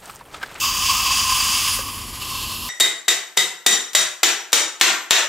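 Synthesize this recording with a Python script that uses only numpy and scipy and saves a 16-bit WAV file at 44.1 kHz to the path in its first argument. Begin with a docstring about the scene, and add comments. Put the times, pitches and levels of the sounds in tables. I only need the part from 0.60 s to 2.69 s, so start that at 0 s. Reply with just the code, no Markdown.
"""A dental suction tip hisses and slurps, drawing air and water inside an open mouth.
Turbulent air and droplets excite the tube and the mouth cavity, with a breathy whistle on top.
The tip is half covered for a while: a low pop, then the hiss drops and changes colour.
Gulps of water ring the cavity; machines hum and rumble in the small room. The sound is mono."""
import sys
import numpy as np
from scipy import signal
from scipy.fft import rfft, irfft
from scipy.io import wavfile
from scipy.ndimage import uniform_filter1d

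SR = 44100
rng = np.random.default_rng(int(sys.argv[2]) if len(sys.argv) > 2 else 0)


def persist_wave(psi):
    """Save psi, clipped to +-1, as 16-bit WAV."""
    counts = np.round(np.clip(psi, -1, 1) * 32767).astype(np.int16)
    wavfile.write(sys.argv[1], SR, np.atleast_2d(counts).T)


N = 92213

# faders of the air flow at the tip: time_s, hiss_db, cavity_db, treble_db, whistle_db
AIR_FLOW = [(0, -25.5, -40, -33.5, -45), (.03, -19.5, -24.5, -29.5, -46), (.11, -22.5, -30, -32.5, -44),
            (.24, -22, -29, -33, -34.5), (.26, -19, -40, -31, -37.5), (.31, -19, -23, -32, -32.5),
            (.34, -20.5, -25.5, -30, -36.5), (.53, -20.5, -27, -32.5, -36.5),
            (.57, -19, -25.5, -29.5, -28.5), (.6, -20, -26, -32.5, -36), (.74, -20.5, -28.5, -30, -30),
            (.82, -19, -27, -30, -32), (1.09, -20.5, -30, -30.5, -31), (1.14, -22, -33.5, -29.5, -27.5),
            (1.24, -31, -35, -36.5, -43), (1.3, -33, -36, -36, -42), (1.47, -35.5, -41, -40.5, -45.5),
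            (1.59, -35, -39, -39.5, -48), (1.62, -30.5, -37, -37.5, -44), (1.8, -28.5, -34, -34.5, -43),
            (1.9, -29, -37.5, -36, -43), (2.02, -31.5, -39.5, -36, -46), (2.09, -31, -35, -35, -43)]
# the tip is covered, then opens at another place: time_s, position (0 open, 1 covered, 2 moved)
TIP_POSITION = [(0, 0.027), (1.12, 0.34), (1.24, 0.47), (1.58, 1.06), (1.62, 1.72), (2.09, 2)]
# resonances of tube and mouth, levels relative: pitch_hz, base_width_hz, open_db, covered_db, moved_db
TUBE_MODES = [(1570, 182, -15, -2, -14), (2285, 730, -16.5, 1, -19.5), (2493, 180, -10, -22, -24),
              (2658, 90, 0.5, -1, -14), (2715, 65, -6.5, -3, 4), (2840, 190, -8, -3, -4),
              (3060, 503, -3.5, 5, -3.5), (3670, 970, -28, -7, -6), (4360, 410, -15, 0.5, -3.5),
              (4774, 126, 1.5, 6, -6), (5046, 160, -4.5, 1, -9), (5295, 820, -5.5, 1, -7),
              (6450, 610, -6.5, -10, -13), (7040, 940, -9.5, 0.5, -9.5), (7940, 1050, -13, -3, -11)]
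# treble resonances, levels relative: pitch_hz, base_width_hz, open_db, covered_db, moved_db
TREBLE_MODES = [(11000, 990, 0, 8, 5.5), (12200, 650, -8, -6, 6), (13430, 1550, -1, -1, 2),
                (14200, 630, -6, -11, -16), (15000, 900, 1, -11, -4)]
# close resonances of the mouth cavity: pitch_hz, base_width_hz, relative_db
CAVITY_MODES = [(1035.4, 38.4, 4.5), (1102, 80, -3), (1203.5, 121, -4.5), (888, 308, -17)]
# gulps of water that ring the cavity: start_s, peak_db, pitch_hz, rise_s
WATER_GULPS = [(0.0443, -18, 1041, 0.0035), (0.0742, -20.5, 1126, 0.0043), (0.255, -20.5, 1068, 0.0035),
               (0.2844, -21, 1036, 0.0035), (0.2944, -13.5, 1100, 0.0038), (0.3724, -34, 1060, 0.004),
               (0.4618, -16.5, 1060, 0.0042), (0.5061, -14, 1060, 0.0044), (0.566, -25, 1096, 0.004),
               (0.6934, -14, 1045, 0.0042), (0.7201, -16, 1051, 0.0043), (1.05, -26.5, 1110, 0.004),
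               (1.1819, -30, 1204, 0.004), (1.2624, -33, 1110, 0.0043), (1.283, -24, 1150, 0.0038),
               (1.3779, -28, 1080, 0.0037), (1.4105, -34, 1090, 0.0034), (1.6145, -28, 1147, 0.0046),
               (1.7499, -28, 1068, 0.0038), (1.7966, -49, 1170, 0.004), (1.917, -27, 1060, 0.0037)]
# EQ curve of the room rumble: frequency_hz, relative_db
RUMBLE_EQ = [(12, -35), (20, -28), (38, 3.5), (87, -1.5), (129, -8.5), (226, -7), (267, -8.5), (519, -18),
             (800, -19.5), (1040, -11), (1760, -120)]
# machine tones: pitch_hz, rms_db
HUM_TONES = [(49, -55), (74, -49), (100, -45.5), (226, -55)]

RUMBLE_DB = -39
HUM_WAVER_DB, HUM_WAVER_PER_S, HUM_PITCH_DRIFT = 1, 4.98, 0.016
ECHO_DB, ECHO_T60_S = -13, .2
POP_S, POP_DB, POP_HZ, TICK_HZ, TICK_RELATIVE_DB = 1.19, -26, 530, 1500, -5
SPLASH_RELATIVE_DB, SPLASH_RISE_S = -17.5, .006
DROPS_PER_S, DROP_SPREAD_DB, DROPS_RELATIVE_DB = 2500, 1, -9.5
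FLUTTER_DB, FLUTTER_PER_S = .55, 60  # the whole stream together
FLICKER_DB, FLICKER_PER_S = .58, 17.82  # each tube or treble resonance alone
WHISTLE_HZ, WHISTLE_BASE_WIDTH_HZ = 9616, 910
HIGH_CUT_HZ = 15770


def undb(db):
    """Gain from dB."""
    return 10 ** (np.asarray(db) / 20)


def unit(x):
    """Scale to rms 1."""
    return x / np.sqrt(np.mean(x ** 2))


def curve(table, column):
    """One column of a time table as an automation curve."""
    rows = np.array(table, float)
    return np.interp(np.arange(N) / SR, rows[:, 0], rows[:, column])


def ring(x, hz, *widths_hz):
    """Two-pole resonances in series, one per width, with gain 1 at the centre."""
    for width_hz in widths_hz:
        x = signal.lfilter(*signal.iirpeak(hz, hz / width_hz, fs=SR), x)
    return x


def wobble(per_s):
    """Smooth random modulation at rms 1, without slow drift."""
    hold = int(SR / per_s)
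    steps = np.repeat(rng.standard_normal(N // hold + 1), hold)
    smooth = uniform_filter1d(uniform_filter1d(steps, hold), hold)[:N]
    return unit(smooth - uniform_filter1d(smooth, size=6 * hold))


def room_rumble():
    """A steady bed of dark noise from the machines in the room."""
    hz = np.arange(N // 2 + 1) * SR / N + 1
    eq_hz, eq_db = np.array(RUMBLE_EQ, float).T
    eq = undb(np.interp(np.log(hz), np.log(eq_hz), eq_db))
    roll_off = np.minimum(hz / eq_hz[0], 1) ** 2 * np.minimum(eq_hz[-1] / hz, 1)
    return undb(RUMBLE_DB) * unit(irfft(rfft(rng.standard_normal(N)) * eq * roll_off, N))


def machine_hum():
    """Low machine tones, each wavering in pitch and level."""
    hum = np.zeros(N)
    for hz, db in HUM_TONES:
        pitch_hz = hz * (1 + HUM_PITCH_DRIFT * wobble(HUM_WAVER_PER_S))
        phase = 2 * np.pi * (np.cumsum(pitch_hz) / SR + rng.random())
        hum += np.sqrt(2) * undb(db + HUM_WAVER_DB * wobble(HUM_WAVER_PER_S)) * np.sin(phase)
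    return hum


def room_echo(x):
    """The small room adds a short diffuse tail, mixed in at constant power."""
    t = np.arange(SR // 4) / SR
    tail = rng.standard_normal(len(t)) * np.exp(-np.log(1000) * t / ECHO_T60_S)
    reverb = signal.fftconvolve(x, tail / np.sqrt(np.sum(tail ** 2)))[:N]
    return (x + undb(ECHO_DB) * reverb) / np.hypot(1, undb(ECHO_DB))


def closing_pop():
    """The tip closes: one click into a low hollow ring with a faint tick."""
    click = np.zeros(N)
    click[int(POP_S * SR)] = 1
    body = ring(click, POP_HZ, 70, 440)
    tick = ring(click, TICK_HZ, 300)
    return undb(POP_DB) * (body / body.max() + undb(TICK_RELATIVE_DB) * tick / tick.max())


def gulps(hiss):
    """Each gulp swells into a short ring of the cavity and throws a brief splash of hiss."""
    t = np.arange(3000) / SR
    rings, splash_gain = np.zeros((2, N + len(t)))
    splash_swell = t / SPLASH_RISE_S * np.exp(1 - t / SPLASH_RISE_S)
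    for start_s, db, hz, rise_s in WATER_GULPS:
        span = slice(int(start_s * SR), int(start_s * SR) + len(t))
        swell = t / rise_s * np.exp(1 - t / rise_s)
        rings[span] += undb(db) * swell * np.sin(2 * np.pi * hz * t)
        splash_gain[span] += undb(db + SPLASH_RELATIVE_DB) * splash_swell
    return rings[:N] + splash_gain[:N] * hiss


def droplets():
    """Droplets burst at the tip as a fine, dense crackle."""
    size = undb(DROP_SPREAD_DB * np.minimum(rng.exponential(size=N), 3.0))
    bursts = rng.random(N) < DROPS_PER_S / SR
    return undb(DROPS_RELATIVE_DB) * unit(bursts * size * rng.choice([-1, 1], size=N))


def wet_air(drops, flutter):
    """Fresh turbulent air with the droplets in it."""
    return (rng.standard_normal(N) + drops) * flutter


def mouth_cavity(air):
    """Air rings the hollow of the mouth: close resonances in alternating polarity."""
    return unit(sum((-1) ** k * undb(db) * ring(air, hz, width_hz, 2 * width_hz)
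                    for k, (hz, width_hz, db) in enumerate(CAVITY_MODES)))


def tube_hiss(modes, drops, flutter):
    """Wet air excites steep, flickering resonances; the tip position crossfades three colours."""
    bands = []
    for hz, width_hz, *_ in modes:
        band = ring(wet_air(drops, flutter), hz, 1.8 * width_hz, 1.8 * width_hz)
        bands.append(band * undb(FLICKER_DB * wobble(FLICKER_PER_S)))
    colours = [unit(undb(levels_db) @ np.array(bands)) for levels_db in np.array(modes, float).T[2:]]
    position = curve(TIP_POSITION, 1)
    return sum(np.clip(1 - np.abs(position - k), 0, 1) * colour for k, colour in enumerate(colours))


def suction_tip():
    """One fluttering spray drives tube, cavity, treble and whistle; gulps and the pop sit on top."""
    drops = droplets()
    flutter = undb(FLUTTER_DB * wobble(FLUTTER_PER_S))
    hiss = tube_hiss(TUBE_MODES, drops, flutter)
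    hollow = mouth_cavity(wet_air(drops, flutter))
    treble = tube_hiss(TREBLE_MODES, drops, flutter)
    whistle = unit(ring(wet_air(drops, flutter), WHISTLE_HZ, WHISTLE_BASE_WIDTH_HZ, WHISTLE_BASE_WIDTH_HZ))
    layers = [hiss, hollow, treble, whistle]
    flow = sum(undb(curve(AIR_FLOW, column)) * layer for column, layer in enumerate(layers, start=1))
    return flow + gulps(hiss) + closing_pop()


def scene():
    """The suction tip with its echo over rumble and hum, the same in both channels."""
    mono = room_echo(suction_tip()) + room_rumble() + machine_hum()
    return np.array([mono, mono])


def record(dry):
    """A steep high cut takes off the very top of the hiss."""
    return signal.sosfilt(signal.ellip(20, .3, 90, HIGH_CUT_HZ, fs=SR, output="sos"), dry)


dry = scene()
out = record(dry)
persist_wave(out)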